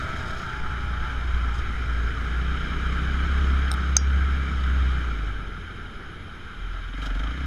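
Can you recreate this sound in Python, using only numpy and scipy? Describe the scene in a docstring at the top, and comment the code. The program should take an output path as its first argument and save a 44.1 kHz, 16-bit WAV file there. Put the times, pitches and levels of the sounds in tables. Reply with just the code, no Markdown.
"""A low engine throb, wind rumble and hollow rush are heard at once, over the buzz of a small two-stroke ahead.
A camera in a sealed case rides a single-cylinder four-stroke dirt bike: crank orders shake the case as
sine lines, and firings excite resonances. Noise in puffs rings the cavities of the case as air and rasp,
shaped noise buffets the microphone, and resonance-weighted harmonics make the two-stroke.
Thrown stones, grit and exhaust pops ring decaying modes; a gain control acts on the sum."""
import sys
import numpy as np
from scipy import signal
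from scipy.fft import rfft, irfft
from scipy.io import wavfile
from scipy.ndimage import uniform_filter1d

SR = 44100
rng = np.random.default_rng(int(sys.argv[2]) if len(sys.argv) > 2 else 0)


def store_wav(level_fs):
    """Save 16-bit WAV to argv[1]."""
    pcm = np.round(np.clip(np.atleast_2d(level_fs), -1, 1) * 32767)
    wavfile.write(sys.argv[1], SR, pcm.T.astype(np.int16))


N = 328986  # samples

# Speed of the crank. Each row: time in seconds, turns in Hz.
CRANK_SPEED = [(0, 62.7), (.2, 59.5), (1.49, 58.93), (1.66, 55.44), (1.85, 59.9), (2.02, 56.46), (2.3, 58),
               (2.55, 64), (2.66, 61.6), (3.35, 67.3), (3.59, 67), (3.75, 65), (4.0, 68), (4.35, 67.5),
               (4.67, 65.16), (5.01, 62.56), (5.19, 51.5), (5.36, 49.43), (5.6, 40.73), (6.92, 41),
               (7.01, 50.5), (7.06, 48.5), (7.135, 40), (7.18, 48), (7.3, 55), (7.335, 62), (7.46, 67)]
# Engine load. 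Each row: time in seconds, share of the noise in firing puffs (0-1, scaled down for air and rasp).
PUFF_SHARE = [(4.2, .33), (5.5, .15), (6.88, .15), (6.93, .98), (7.46, .95)]
# Shaking of the case by the first crank order. Each row: time in seconds, level in dB.
FIRST_ORDER = [(0, -37), (.45, -44), (.62, -32.5), (1.05, -30), (1.49, -24), (1.62, -31), (2.01, -24.5),
               (2.18, -31), (2.4, -23), (2.66, -30), (3.51, -20), (3.78, -24.5), (3.95, -21.5),
               (4.22, -19.5), (4.43, -27), (4.82, -19), (5.01, -27.5), (5.19, -27.5), (5.5, -35.5),
               (5.62, -40), (6.5, -57.5), (6.63, -30), (6.92, -33), (7.21, -24.5), (7.36, -31.5),
               (7.46, -28.5)]
# Second crank order. Each row: time in seconds, level in dB.
SECOND_ORDER = [(5.5, -44), (5.56, -54), (5.66, -44), (6.13, -54), (6.25, -42), (6.57, -51), (6.65, -40),
                (7.0, -45)]
# Half order, swelling as the bike starts to pull: from and to in seconds, level within and outside in dB.
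HALF_ORDER = (2.52, 3.62, -33, -52)
# Upper crank orders. Each row: multiple of crank turns, level in dB over the thud before STEADY_PULL is added.
UPPER_ORDERS = [(2.5, 1.5), (3, -3), (3.5, -6), (4.5, -11)]
# Upper orders firm up under steady pull: from and to in seconds, change within and outside in dB.
STEADY_PULL = (2.3, 5.05, -4, -10)
# Rush and thud. Each row: time in seconds, rush of air in dB, exhaust thud in dB.
RUSH_AND_THUD = [(0, -35, -41), (.98, -37, -43.5), (1.06, -34.5, -43), (1.18, -36.5, -44),
                 (2.3, -35.5, -40), (3.4, -33.5, -39), (4.2, -35.5, -41), (4.95, -35.5, -41),
                 (5.5, -42, -43.5), (6.35, -43.5, -46), (6.88, -41.5, -50.5), (6.95, -41.5, -42.5),
                 (7.05, -36.5, -41), (7.12, -39, -41), (7.46, -38, -41.5)]
# Spectrum of the dull thud. Each row: frequency in Hz, relative density in dB per Hz.
THUD_SPECTRUM = [(60, -17), (120, 1.5), (190, 0.5), (290, -3), (430, -5), (520, -14.5), (900, -16),
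                 (1100, -28.5), (4000, -99)]
# Exhaust pipe resonances, rung by each sharp firing. Each row: centre in Hz, width of one pass in Hz, relative dB.
PIPE_RESONANCES = [(150, 75, -3.5), (261.2, 68, 0.5), (414, 200, -16)]
FIRING_S = 7.157  # the moment of one firing
# Cavities of the case. Each row: centre in Hz, nominal width in Hz, relative level in dB.
CASE_CAVITIES = [(779, 190, -16), (1349, 218, 3), (1583, 246, 0), (2130, 420, -6.5), (2348, 120, -6),
                 (2984, 130, -12.5), (3163, 227, -11), (3720, 310, -18.5), (5136, 480, -29),
                 (6510, 550, -33), (7900, 500, -46.5), (10160, 630, -47)]
# Broad hiss between the cavities. Each row: frequency in Hz, relative level in dB.
HISS_SPECTRUM = [(400, -20.5), (4000, -30), (7000, -44), (12000, -54), (13900, -57), (14400, -66.5)]
# Cavities near 3 kHz, rung by the rasp. Each row: time in seconds, relative level in dB.
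RASP_LEVEL = [(0, -3.5), (1.1, 0.5), (2.1, -1), (2.6, 2.5), (3.3, 1), (5.1, 2), (7.2, 4)]
RASP_LEAD = .32  # crank turns by which the rasp comes before the thud
TREBLE_DB = -16.5  # steady treble against the rush of air
FRESH_DB, FRESH_S = 3, 0.44  # the treble starts out rougher and brighter, then settles
# Short treble bursts: early ones perhaps sprayed dirt, those near 7 s in time with the exhaust rasp.
# Each row: time in seconds, dB over the steady treble.
TREBLE_BURSTS = [(.4, 4), (1.555, 6), (1.59, 7), (6.98, 3), (7.033, 7), (7.064, 10), (7.153, 4), (7.2, 4)]
# Wind buffeting. Each row: time in seconds, level in dB.
BUFFET_LEVEL = [(0, -30.5), (1.6, -31.5), (5.2, -37), (5.7, -40)]
# Spectrum of the buffeting. Each row: frequency in Hz, relative density in dB per Hz.
BUFFET_SPECTRUM = [(3, 1), (12, 11), (30, -2), (85, 3), (130, -26), (300, -71), (2000, -110)]
# Gusts. Each row: time in seconds, dB over the buffeting.
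WIND_GUSTS = [(1.35, 6), (5.28, 14), (5.85, 2.5)]
GUST_S = 0.042  # from the peak of a gust until its dB swell has fallen to 1/e
# The two-stroke, one table a burst of throttle. Each row: time in seconds, firings in Hz,
# then the low, middle and top resonance levels in dB.
TWO_STROKE_BURSTS = [
    [(0, 127, -49, -62, -62), (.136, 131.8, -51, -55, -64), (.262, 126.3, -53, -52, -66),
     (.408, 134.6, -52, -54, -62), (.54, 122.3, -64, -48, -57), (.666, 123.7, -61, -49, -58),
     (.84, 117.8, -61, -53, -66), (1.08, 124.6, -60, -48, -55), (1.228, 113.8, -60, -56, -55),
     (1.45, 114.4, -59, -63, -53), (1.49, 117.3, -65, -51, -58), (1.56, 117.7, -64, -49, -54),
     (1.6, 121, -66, -59, -64), (1.75, 118.7, -72, -59, -66)],
    [(6.97, 74, -64, -62, -70), (7.07, 77.6, -56, -58, -66), (7.19, 75.5, -57, -62, -70),
     (7.25, 78.2, -54, -58, -68), (7.36, 78, -68, -69, -72)],
]
# Exhaust resonances of the two-stroke. 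Each row: centre in Hz, width in Hz.
TWO_STROKE_CHAMBER = [(650, 150), (850, 140), (1020, 90)]
# The two-stroke rings the main cavity of the case: centre in Hz, width in Hz, until seconds, dB before, dB after.
CASE_LEAK = (1350, 150, 1.15, -43, -55)
STUTTER_S, STUTTER_DB = .42, -3  # end of the stutter, and level of its lines against whole multiples
# Grit. Each row: time in seconds, peak in dB, tilt of the ring in dB an octave.
GRIT_HITS = [(3.7155, -16, 0), (3.7284, -30, -6), (3.7389, -28, -4)]
# Modes of grit on the mount. Each row: frequency in Hz, relative level in dB, 60 dB decay in seconds.
MOUNT_MODES = [(820, -1, .012), (1400, 1, .01), (3780, 3, .011), (5340, 0, .014), (8630, 0, .016),
               (13300, -13, .004)]
# A stone. Each row: time in seconds, peak in dB, tilt of the ring in dB an octave.
STONE_HITS = [(3.967, -.3, 0)]
# Modes of the case and metal behind it. Each row: frequency in Hz, relative level in dB, 60 dB decay in seconds.
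METAL_MODES = [(850, -22, .016), (1400, -15, .015), (2250, -21, .012), (3850, -17, .014), (5120, -9, .017),
               (6340, 0, .018), (8180, -9, .007), (10950, -21, .008), (12600, -36, .012), (4897, -31, .15),
               (5561, -33, .19), (5657, -33, .21), (6460, -41, .3), (6760, -35, .085), (7208, -46, .1)]
# Exhaust pops of the two-stroke. Each row: time in seconds, peak in dB, tilt of the ring in dB an octave.
EXHAUST_POPS = [(6.7417, -41, 0), (6.7696, -42, 0), (6.799, -45, 0)]
# Modes of a pop. Each row: frequency in Hz, relative level in dB, 60 dB decay in seconds.
POP_MODES = [(660, 0, .03), (810, -1, .03)]
LIMIT_DB, RECOVER_DB_PER_S = -13, 40  # gain control: threshold, and fall of its level detector
SQUEEZE = .55  # dB of reduction for each dB over the threshold
WHINE_HZ, WHINE_DB = 11000, -71.5  # camera electronics: pitch, and mean level of the peaks
EDGE_HZ = 15250  # band limit


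def gain_of(db):
    """Decibels are twenty times the logarithm of an amplitude ratio; this inverts them."""
    return 10 ** (np.asarray(db) / 20)


def evened(x):
    """Normalisation: dividing by the root mean square leaves rms 1."""
    return x / np.sqrt(np.mean(x ** 2) + 1e-20)


def curves(rows):
    """Linear interpolation in time turns each column after the first into N samples."""
    s, *columns = np.transpose(rows)
    return [np.interp(np.arange(N) / SR, s, c) for c in columns]


def window(start, end, in_db, out_db):
    """Piecewise-linear envelope: a level in dB that differs for a while."""
    return curves([(start - .1, out_db), (start, in_db), (end, in_db), (end + 0.17, out_db)])[0]


def read(points, hz):
    """Spectral interpolation: dB points on a logarithmic frequency axis become gains."""
    f, db = np.transpose(points)
    return gain_of(np.interp(np.log(hz + 1), np.log(f + 1), db))


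def coloured(x, shape):
    """Minimum-phase filtering: a folded cepstrum makes the gain shape(hz) causal; the result has rms 1."""
    cepstrum = irfft(np.log(shape(np.fft.rfftfreq(16384, 1 / SR)) + 1e-6))
    cepstrum[1:8192] *= 2
    cepstrum[8193:] = 0
    impulse_response = irfft(np.exp(rfft(cepstrum)))
    return evened(signal.oaconvolve(x, impulse_response)[:N])


def drift(hz):
    """Low-passed chance: slow random variation of rms 1."""
    rate = 400  # steps a second
    steps = rng.standard_normal(int(N / SR * rate) + 2)
    steps = signal.lfilter(*signal.butter(1, np.clip(hz / 200, .001, .95)), steps)
    return evened(np.interp(np.arange(N) / SR * rate, np.arange(len(steps)), steps))


def resonate(x, hz, width):
    """Heterodyne resonance: shift hz to zero, smooth with one pole, shift back; peak gain 1."""
    turn = np.exp(2j * np.pi * np.cumsum(hz * np.ones(len(x))) / SR)
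    r = np.exp(-np.pi * width / SR)
    return 2 * (turn * signal.lfilter([1 - r], [1, -r], x / turn)).real


def puffed(turns, share, duty, uneven_db):
    """Amplitude-modulated noise: part steady, part in one dying puff for every second crank turn."""
    cycle = turns / 2
    strength = gain_of(uneven_db * rng.standard_normal(1000))[cycle.astype(int)]
    decay = np.exp(-(cycle % 1) / duty)
    puffs = evened(uniform_filter1d(strength * decay, size=200))  # soft start
    share = np.clip(share, 0, 1)
    return rng.standard_normal(N) * np.sqrt(1 - share + share * puffs ** 2)


def patchy(x, depth_db):
    """Time-frequency modulation: louder and quieter clumps, a few hundred Hz wide and some 40 ms long."""
    z = signal.stft(x, nperseg=512)[2]
    clumps = uniform_filter1d(rng.standard_normal(z.shape), size=3, axis=0)
    clumps = uniform_filter1d(clumps, size=7, axis=1)
    return signal.istft(z * gain_of(depth_db * evened(clumps)), nperseg=512)[1][:N]


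def engine():
    """Periodic forcing: crank orders as sine lines, and a resonant thud per firing; also returns crank turns."""
    (hz,), (shake_db,), (share,) = curves(CRANK_SPEED), curves(FIRST_ORDER), curves(PUFF_SHARE)
    thud_db = curves(RUSH_AND_THUD)[1]
    turns = np.cumsum(hz) / SR
    turns += 1000 - turns[round(FIRING_S * SR)]  # a firing falls on every even turn
    wobble = .018 * drift(hz=4)  # the flywheel runs unevenly, in turns

    def order(k, db, waver_db):
        """Harmonic of the crank: sine phase gives a quick push at each turn, then a slow return."""
        phase = k * (turns + wobble) - .25
        return np.sqrt(2) * gain_of(db + waver_db * drift(hz=18.0)) * np.cos(2 * np.pi * phase)

    lines = order(1, shake_db, 1)
    lines += order(2, curves(SECOND_ORDER)[0] + drift(hz=4.1), 0.96)
    lines += order(1 / 2, window(*HALF_ORDER), 1.6)
    upper_db = thud_db + window(*STEADY_PULL)
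    lines += sum(order(k, upper_db + db, 2.5) for k, db in UPPER_ORDERS)

    firings = np.floor(turns / 2)
    beat = evened(np.diff(firings, prepend=firings[0]))  # one click a firing
    sharp = evened(sum(gain_of(db) * resonate(resonate(beat, f, w), f, w) for f, w, db in PIPE_RESONANCES))
    dull = coloured(puffed(turns, share, duty=0.7, uneven_db=0.5), lambda f: read(THUD_SPECTRUM, f))
    clean = share ** 3  # under full load the thuds are sharp and alike
    thud = np.sqrt(clean) * sharp + np.sqrt(1 - clean) * dull
    return lines + gain_of(thud_db) * thud, turns


def rush(turns):
    """Cavity resonance: air and exhaust rasp leak in and ring the case; short bursts lift the treble."""
    level_db = curves(RUSH_AND_THUD)[0]
    share = curves(PUFF_SHARE)[0] * gain_of(window(0, 7.3, 0, -6))  # the puffs blur as the revs climb
    air = patchy(puffed(turns + RASP_LEAD, .2 * share, duty=.3, uneven_db=2.5), 1.6)
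    rasp = puffed(turns + RASP_LEAD, .62 * share, duty=.2, uneven_db=2.5)

    def cavities(f):
        """Superposition of powers: resonance peaks over the hiss."""
        peaks = sum(gain_of(2 * db) / (1 + ((f - hz) / (0.65 * w)) ** 2) ** 2 for hz, w, db in CASE_CAVITIES)
        return np.sqrt(peaks + read(HISS_SPECTRUM, f) ** 2)

    def band(x, steepness, hz, kind):
        """Butterworth filtering: a maximally flat pass band."""
        return signal.sosfilt(signal.butter(steepness, hz, kind, fs=SR, output="sos"), x)

    airy, raspy = coloured(air, cavities), coloured(rasp, cavities)
    low = band(airy, 8, 2650, "low")
    middle = gain_of(curves(RASP_LEVEL)[0]) * band(raspy, 4, (2650, 4400), "band")
    treble = evened(band(airy, 4, 4400, "high"))
    burst_s, burst_peak_db = np.transpose(TREBLE_BURSTS)[:, :, None]
    since = np.arange(N) / SR - burst_s
    burst_db = (burst_peak_db * np.exp(-(since / 0.013) ** 2)).sum(0)
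    fresh_db = window(0, FRESH_S, FRESH_DB, 0) * (1 + 0.55 * drift(hz=25))
    return gain_of(level_db) * (low + middle + gain_of(TREBLE_DB + fresh_db + burst_db) * treble)


def gusts():
    """Gaussian envelopes: short swells of wind, in dB."""
    s, db = np.transpose(WIND_GUSTS)[:, :, None]
    return (db * np.exp(-((np.arange(N) / SR - s) / GUST_S) ** 2)).sum(0)


def buffet():
    """Turbulent pressure: low-frequency noise with slow and quick random swells at the microphone."""
    swell_db = 0.93 * drift(hz=2.0) + 1.26 * drift(hz=19)
    lumps = coloured(rng.standard_normal(N) * gain_of(swell_db), lambda f: read(BUFFET_SPECTRUM, f))
    return gain_of(curves(BUFFET_LEVEL)[0] + gusts()) * lumps


def two_stroke(rows):
    """Source and filter: harmonics of the firing rate take the level of nearby resonances, each wavering alone."""
    span = slice(round(rows[0][0] * SR), round(rows[-1][0] * SR))
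    hz, *levels_db = [c[span] for c in curves(rows)]
    levels_db.append(window(0, *CASE_LEAK[2:])[span])
    resonances = [*TWO_STROKE_CHAMBER, CASE_LEAK[:2]]
    firings = np.cumsum(hz * (1 + .006 * drift(hz=40)[span])) / SR
    t = np.arange(N)[span] / SR
    out = np.zeros(N)
    # lines a third either side of the fifth multiple: at first every third firing is stronger
    for k in [*range(4, 13), 14 / 3, 16 / 3]:
        power = sum(gain_of(2 * db) / (1 + ((k * hz - f) / (w / 2)) ** 4)
                    for db, (f, w) in zip(levels_db, resonances))
        if k % 1 != 0:
            power *= gain_of(2 * STUTTER_DB) * (t < STUTTER_S)
        waver = gain_of(1.8 * drift(hz=8)[span])
        out[span] += np.sqrt(2 * power) * waver * np.cos(2 * np.pi * k * firings)
    out[span] *= np.clip(np.minimum(t - t[0], t[-1] - t) / 0.015, 0, 1)  # fade in and out
    return out


def hits(events, modes, rise, crack_db):
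    """Modal excitation: every blow rings the same decaying modes, a little differently; rise in seconds."""
    out, t = np.zeros(N), np.arange(SR // 3) / SR
    for s, peak_db, tilt_db in events:
        spread = rng.standard_normal((len(modes), 2))
        ring = gain_of(crack_db - 60 * t / 0.00575) * rng.standard_normal(len(t))  # crack of first contact
        for (hz, db, t60), (a, b) in zip(modes, spread):
            mode_db = db + tilt_db * np.log2(hz / modes[0][0]) + 0.57 * a
            ring += gain_of(mode_db - 60 * t / t60) * np.sin(2 * np.pi * hz * t + 0.21 * b)
        ring *= (1 - np.exp(-t / rise)) ** 2
        part = out[round(s * SR):][:len(t)]
        part += gain_of(peak_db) * (ring / abs(ring).max())[:len(part)]
    return out


def scene():
    """Superposition: the pressures of all sources add at one microphone."""
    motor, turns = engine()
    ahead = sum(map(two_stroke, TWO_STROKE_BURSTS))
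    grit = hits(GRIT_HITS, MOUNT_MODES, rise=.0002, crack_db=-7)
    stone = hits(STONE_HITS, METAL_MODES, rise=.0002, crack_db=-30)
    pops = hits(EXHAUST_POPS, POP_MODES, rise=.001, crack_db=-20)
    return (motor + rush(turns) + buffet() + ahead + grit + stone + pops)[None]


def record(dry):
    """Dynamic compression: loud sound lowers the gain; a faint electronic whine is added, then the band limit."""
    power_db = 10 * np.log10(abs(uniform_filter1d(dry[0] ** 2, size=100)) + 1e-12)
    fall = np.arange(N) * RECOVER_DB_PER_S / SR
    held_db = np.maximum.accumulate(power_db + fall) - fall  # rises at once, falls steadily
    over_db = np.maximum(held_db - LIMIT_DB, 0)
    late_db = uniform_filter1d(over_db, size=401, origin=200)  # acts a few ms late
    whine = gain_of(WHINE_DB + drift(hz=30.3)) * np.sin(2 * np.pi * WHINE_HZ * np.arange(N) / SR)
    wet = dry / gain_of(SQUEEZE * late_db) + whine
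    band_limit = signal.firwin(511, EDGE_HZ, window=("kaiser", 9), fs=SR)
    return signal.oaconvolve(wet, band_limit[None], "same")


dry = scene()
out = record(dry)
store_wav(out)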